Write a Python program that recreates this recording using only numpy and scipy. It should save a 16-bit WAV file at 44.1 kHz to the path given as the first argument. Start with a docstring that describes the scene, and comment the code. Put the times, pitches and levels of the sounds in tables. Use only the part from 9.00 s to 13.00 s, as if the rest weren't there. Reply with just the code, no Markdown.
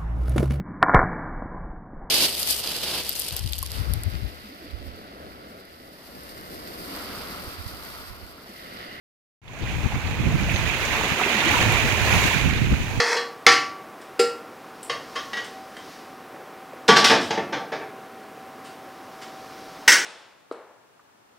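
"""A sandy beach: a small wave runs up, breaks in two surges and drains away, splashing and fizzing.
The water is churning noise, clicking droplets and bubbles that ring briefly as they rise in pitch.
Gusts rumble and thump on a microphone's two openings (ports, left and right), each in its own way.
A far bird peeps once. The sound fades in after a short silence."""
import sys
import numpy as np
from scipy import signal
from scipy.fft import rfft, irfft
from scipy.io import wavfile
from scipy.ndimage import uniform_filter1d

SR = 44100
rng = np.random.default_rng(int(sys.argv[2]) if len(sys.argv) > 2 else 0)


def unload_audio(sound):
    """Save the sound as a 16-bit wav file, at the path given as the first command line argument."""
    columns = np.transpose(np.atleast_2d(sound))
    # keep every value between -1 and 1, then stretch to whole-number steps
    steps = np.round(np.clip(columns, -1, 1) * 32767)
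    wavfile.write(sys.argv[1], SR, steps.astype(np.int16))


N = 176400
TIME = np.arange(N) / SR
FREQS = np.fft.rfftfreq(N, 1 / SR)
PORT_DELAY_S = 0.00033  # sound from one side reaches the far port about this much later
TOP_HZ = 15900


def amp(db):
    """Turns decibels into a number to multiply by."""
    return 10 ** (np.asarray(db) / 20)


def unit_level(x):
    """Scales a signal to an average (rms) level of 1."""
    return x / np.sqrt(np.mean(x ** 2) + 1e-20)


def over_pitch(points):
    """Joins (pitch_hz, value) points into a curve over all frequencies."""
    hz, value = np.transpose(points)
    return np.interp(np.log(FREQS + 1), np.log(hz + 1), value)


def over_time(table, column=1):
    """Joins a table's decibel levels into a volume curve over time."""
    rows = np.array(table)
    return amp(np.interp(TIME, rows[:, 0], rows[:, column]))


def band(x, low_hz, high_hz):
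    """Keeps the part of a sound between two frequencies, with soft edges."""
    hz = FREQS + 1
    return irfft(rfft(x) / np.sqrt((1 + (low_hz / hz) ** 8) * (1 + (hz / high_hz) ** 8)), N)


def wobble(seconds):
    """A smooth random curve that changes in about the given time."""
    return unit_level(irfft(rfft(rng.standard_normal(N)) * np.exp(-(FREQS * seconds) ** 2), N))


def shaped_noise(tone):
    """Noise whose tone follows (pitch_hz, level_db) points."""
    return unit_level(irfft(rfft(rng.standard_normal(N)) * amp(over_pitch(tone)), N))


def add(mix, start_s, sound):
    """Mixes a sound in at the given time."""
    part = mix[max(round(start_s * SR), 0):][:len(sound)]
    part += sound[:len(part)]


def wind():
    """Wind rumbles unevenly on each port, and swirls of air strike it with short thumps."""
    # Wind strength at each port: time_s, level_db
    left_strength = [(.42, -25.5), (.55, -35), (.62, -28.5), (.8, -26), (.9, -41), (1.05, -26), (1.28, -24),
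                     (1.6, -27), (1.8, -31), (2.05, -27.5), (2.2, -43), (2.34, -38), (2.52, -24.5),
                     (2.8, -32), (2.95, -31.5), (3.15, -22), (3.37, -33), (3.55, -23.5), (3.72, -28),
                     (3.9, -32), (4, -27)]
    right_strength = [(.42, -37.5), (.66, -30), (1.05, -33.5), (1.22, -23), (1.5, -26.5), (1.7, -23),
                      (1.77, -33.5), (1.98, -37), (2.3, -41), (2.52, -36), (2.66, -24), (3.15, -21.5),
                      (3.31, -29.5), (3.39, -22.5), (3.45, -18), (3.72, -18.5), (3.8, -22), (3.9, -29.5),
                      (4, -18.5)]
    # Swirls striking one port: peak_s, port (0 left, 1 right), level_db
    swirls = [(.63, 0, -27), (0.856, 0, -14), (0.949, 0, -20), (.975, 1, -20), (1.206, 1, -17.5),
              (1.273, 1, -13.5), (1.35, 1, -14), (1.422, 1, -18), (1.535, 1, -25), (2.12, 0, -22.5),
              (2.475, 0, -23.5), (2.555, 0, -32), (2.683, 0, -21), (2.685, 1, -19), (2.755, 1, -27),
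              (2.85, 0, -18.5), (3.165, 1, -17.5), (3.254, 0, -16), (3.36, 1, -18), (3.46, 1, -12),
              (3.54, 1, -22.5), (3.624, 1, -19), (3.725, 0, -14), (3.735, 1, -18), (3.809, 0, -20.5)]
    # Tone of the rumble and of the fuller thumps: pitch_hz, level_db
    rumble_tone = [(10, -34), (30, -4.5), (60, 0), (100, 1.5), (150, -3.5), (220, -11), (320, -15.5),
                   (480, -21.5), (900, -46), (2500, -69), (9000, -90)]
    thump_tone = [(10, -22), (40, -3), (80, 4), (130, 2), (210, 0), (300, -11), (480, -21.5), (900, -37),
                  (4000, -73)]
    swirl_s, lump_db = 0.012, 2.0
    ports = []
    for port, strength in enumerate((left_strength, right_strength)):
        push = over_time(strength) * unit_level(amp(lump_db * wobble(0.025)))
        hits = sum(amp(db) * np.exp(-((TIME - peak_s) / swirl_s) ** 2 / 2)
                   for peak_s, side, db in swirls if side == port)
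        thump = shaped_noise(thump_tone)
        thump /= np.sqrt(uniform_filter1d(thump ** 2, size=1100) + 1e-6)  # steady, so every hit lands
        ports.append(push * shaped_noise(rumble_tone) + hits * thump)
    return np.array(ports)


def bird():
    """A far bird gives one thin, falling peep with a slight quiver."""
    start_s, length_s, first_hz, last_hz = 1.528, 0.07, 6520, 6120
    progress = np.clip((TIME - start_s) / length_s, 0, 1)
    hz = (first_hz + (last_hz - first_hz) * progress) * (1 + 0.012 * wobble(0.003))
    swell = np.sqrt(abs(np.sin(np.pi * progress)))
    return amp(-32) * swell * np.sin(2 * np.pi * np.cumsum(hz) / SR)


def churn():
    """Churning water: noise that swells in short patches and is smoother in the treble."""
    # How alike the two ports sound: pitch_hz, likeness (0 to 1)
    likeness = [(200, 1), (800, 0.95), (1150, 0.73), (1650, 0.26), (2400, 0), (4000, 0.02)]
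    patch_db, patch_s, patch_hz, smooth_above_hz = 1.7, 0.022, 500, 4550
    frame, hop = 256, 64
    # Cut the noise into a grid of pitch and time.
    hz, _, grid = signal.stft(rng.standard_normal((2, N)), SR, nperseg=frame, noverlap=frame - hop)
    # Blurring random numbers along both directions makes the patches.
    time_blur = (np.fft.fftfreq(grid.shape[2], hop / SR) * patch_s) ** 2
    pitch_blur = (np.fft.fftfreq(grid.shape[1], SR / frame)[:, None] * patch_hz) ** 2
    speckles = np.fft.fft2(rng.standard_normal(grid.shape[1:]))
    patches = unit_level(np.fft.ifft2(speckles * np.exp(-time_blur - pitch_blur)).real)
    depth_db = patch_db / np.hypot(1, hz[:, None] / smooth_above_hz)
    grid *= amp(depth_db * patches)
    left, other = rfft(signal.istft(grid, nperseg=frame, noverlap=frame - hop)[1][:, :N])
    same = over_pitch(likeness)
    right = same * left + np.sqrt(1 - same ** 2) * other
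    return unit_level(irfft(np.array([left, right]), N))


def spray():
    """Droplets click from all sides, so each reaches the two ports a moment apart."""
    drops_per_s = 1500
    at = np.flatnonzero(rng.random(N) < drops_per_s / SR)
    size = np.minimum(rng.exponential(1, N), 5)[at]
    lag = (rng.uniform(-1.17, 1, N)[at] * PORT_DELAY_S * SR).astype(int)
    clicks = np.zeros((2, N))
    clicks[0, at] = clicks[1, (at + lag) % N] = amp(-16.5 + 5 * size)
    return clicks


def patter():
    """Little clusters of drops land, each a tiny puff of high noise."""
    clusters_per_s, decay_s = 32, 0.00083
    lands = rng.random(N) < clusters_per_s / SR
    size = np.minimum(rng.exponential(1, N), 3)
    kicks = lands * amp(-7.5 + 5 * size) ** 2
    power = signal.lfilter([1], [1, -np.exp(-1 / (decay_s * SR))], kicks)  # each kick dies away
    return band(np.sqrt(power) * rng.standard_normal((2, N)), 3200, TOP_HZ)


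def bubble(hz, cycles):
    """One bubble rings, fading to about a third in the given cycles while its pitch creeps up."""
    age = np.arange(0, 5, hz / cycles / SR)  # counted in decay times
    loudness = (1 - np.exp(-age * cycles)) * np.exp(-age)
    return loudness * np.sin(2 * np.pi * cycles * age * (1 + 0.023 * age))


def bubbles():
    """Bubbles of all sizes ring at random, a few of them loudly."""
    bubbles_per_s, low_hz, high_hz = 260, 444.2, 4530
    rings = np.zeros((2, N))
    for when, pitch, softness, side in rng.random((int(bubbles_per_s * N / SR), 4)):
        hz = low_hz * (high_hz / low_hz) ** pitch
        gain = amp(-5 - 3 * np.log(softness + 0.023)) * np.sqrt(hz / high_hz)
        ring = gain * bubble(hz, cycles=3.55)
        start_s = when * N / SR
        add(rings[0], start_s, ring)
        add(rings[1], start_s + (2 * side - 1) * PORT_DELAY_S, ring)
    return rings


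def gulps():
    """Large bubbles and air pockets ring out above the wash."""
    # Ringing air pockets: start_s, pitch_hz, level_db
    pockets = [(.674, 1880, -26), (.921, 780, -27.5), (2.198, 1220, -15), (2.211, 716, -21),
               (2.237, 2490, -14), (2.26, 373, -22.5), (2.351, 203, -28), (2.461, 315, -22),
               (2.568, 930, -17), (3.738, 1400, -22.5)]
    rings = np.zeros(N)
    for start_s, hz, db in pockets:
        add(rings, start_s, amp(db) * bubble(hz, cycles=4.6))
    return rings


def splashes():
    """Single splashes stand out, each a quickly dying burst of noise around one pitch."""
    # Slaps of water: start_s, level_db, decay_s, pitch_hz
    slaps = [(.479, -17.5, 0.0046, 3530), (0.623, -24.5, .018, 3900), (0.691, -27, 0.033, 3020),
             (1.069, -21, 0.0082, 4200), (1.433, -16, 0.0044, 4750), (1.494, -16, .008, 2550),
             (1.513, -13, .005, 2250), (1.560, -6.5, 0.0036, 3870), (1.698, -14, 0.0097, 2400),
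             (1.738, -11, 0.0055, 2250), (1.851, -13, .009, 6500), (2.200, -13, .012, 1100),
             (2.404, -10, 0.0046, 3800), (2.481, -13, .007, 6400), (2.513, -13, 0.012, 2720),
             (2.536, -7, 0.021, 1300), (3.127, -12, 0.011, 2400), (3.573, -21, .006, 5000)]
    ports = np.zeros((2, N))
    age = np.arange(SR // 8) / SR
    for start_s, db, decay_s, hz in slaps:
        tone = signal.butter(2, [hz / 1.25, hz * 1.25], "bandpass", fs=SR, output="sos")
        for port in ports:
            burst = np.exp(-age / decay_s) * rng.standard_normal(len(age))
            add(port, start_s, amp(db) * signal.sosfilt(tone, burst))
    return ports


def ticks():
    """Spray makes a few thin ticks: sudden, very short puffs of high noise."""
    # Ticks of spray: start_s, level_db
    drops = [(1.413, -15), (1.519, -15), (1.683, -16), (1.743, -17), (1.785, -15), (2.083, -17),
             (2.722, -5)]
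    decay_s = 0.0016
    puffs = np.zeros((2, N))
    for start_s, db in drops:
        age = np.maximum(TIME - start_s, 0)
        loudness = amp(db) * (age > 0) * np.exp(-np.minimum(age / decay_s, 20))
        puffs += loudness * rng.standard_normal((2, N))
    return band(puffs, 8000, TOP_HZ)


def surf():
    """Churning water, drops and bubbles swell and ebb with the wave."""
    # The water's roar, hiss and fizz: low_hz, high_hz, gain_db
    bands = [(188, 1253, 9.5), (1426, 4230, 6), (5000, 20000, 16.5)]
    # The wave running up, then breaking and draining: time_s, roar_db, hiss_db, fizz_db
    run_up = [(0.65, -41, -42, -53.5), (0.688, -38.5, -37, -50.5), (0.79, -39, -39.5, -50),
              (1.14, -39, -37.5, -50.5), (1.684, -34.5, -30.5, -43), (1.72, -33.5, -29.5, -44.5)]
    break_and_drain = [(1.85, -35, -30, -41), (1.94, -30, -28.5, -40.5), (2.18, -32.5, -28.5, -42),
                       (2.21, -24.5, -28.5, -39.5), (2.23, -29, -27, -40.5), (2.5, -29.5, -23, -39),
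                       (2.51, -26.5, -23.5, -35.5), (2.7, -28.5, -25, -38.5), (2.98, -32, -27, -39),
                       (3.14, -26, -24, -34.5), (3.29, -29.5, -25, -36), (3.55, -40, -30.5, -46.5),
                       (3.96, -39.5, -38.5, -48)]
    wave = np.vstack([run_up, break_and_drain])
    flicker_db, flicker_s = 0.78, 0.0098
    wash = (churn() + spray()) * amp(flicker_db * wobble(flicker_s))
    water = wash + bubbles() + patter()
    return sum(band(water, low_hz, high_hz) * amp(db) * over_time(wave, column)
               for column, (low_hz, high_hz, db) in enumerate(bands, start=1))


def scene():
    """The beach as each port hears it, plus the wind on the ports."""
    # How each port colours the beach's sound: pitch_hz, gain_db
    left_tone = [(200, 3), (330, 3), (520, 0), (900, 2.5), (1400, -3.5), (2400, -1.5), (4000, -7.5),
                 (5200, -7.5), (5900, -4.5), (6600, 0), (7400, -7), (8300, -13), (10500, -12.5),
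                 (15000, -14.5)]
    right_tone = [(200, 7), (330, 6), (550, 2.5), (900, 5), (1250, 2), (1900, 8.5), (2450, 12.5), (3100, 4),
                  (4000, -0.5), (5200, -10.5), (6300, -17.5), (9500, -21.5), (11000, -17.5), (15000, -18.5)]
    port_gains = amp([over_pitch(left_tone), over_pitch(right_tone)])
    gusts = wind()
    beach = gulps() + splashes() + ticks() + bird() + surf()
    return gusts + irfft(rfft(beach) * port_gains, N)


def record(dry):
    """Fades the sound in after a short silence and cuts the highest treble."""
    silence_s, fade_s, first_gain = 0.417, 0.23, 0.045
    progress = np.clip((TIME - silence_s) / fade_s, 0, 1)
    fade = (TIME > silence_s) * (first_gain + (1 - first_gain) * progress ** 1.07)
    treble_cut = signal.firwin(1023, TOP_HZ, window=("kaiser", 9), fs=SR)
    return signal.oaconvolve(dry * fade, treble_cut[None], "same")


dry = scene()
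out = record(dry)
unload_audio(out)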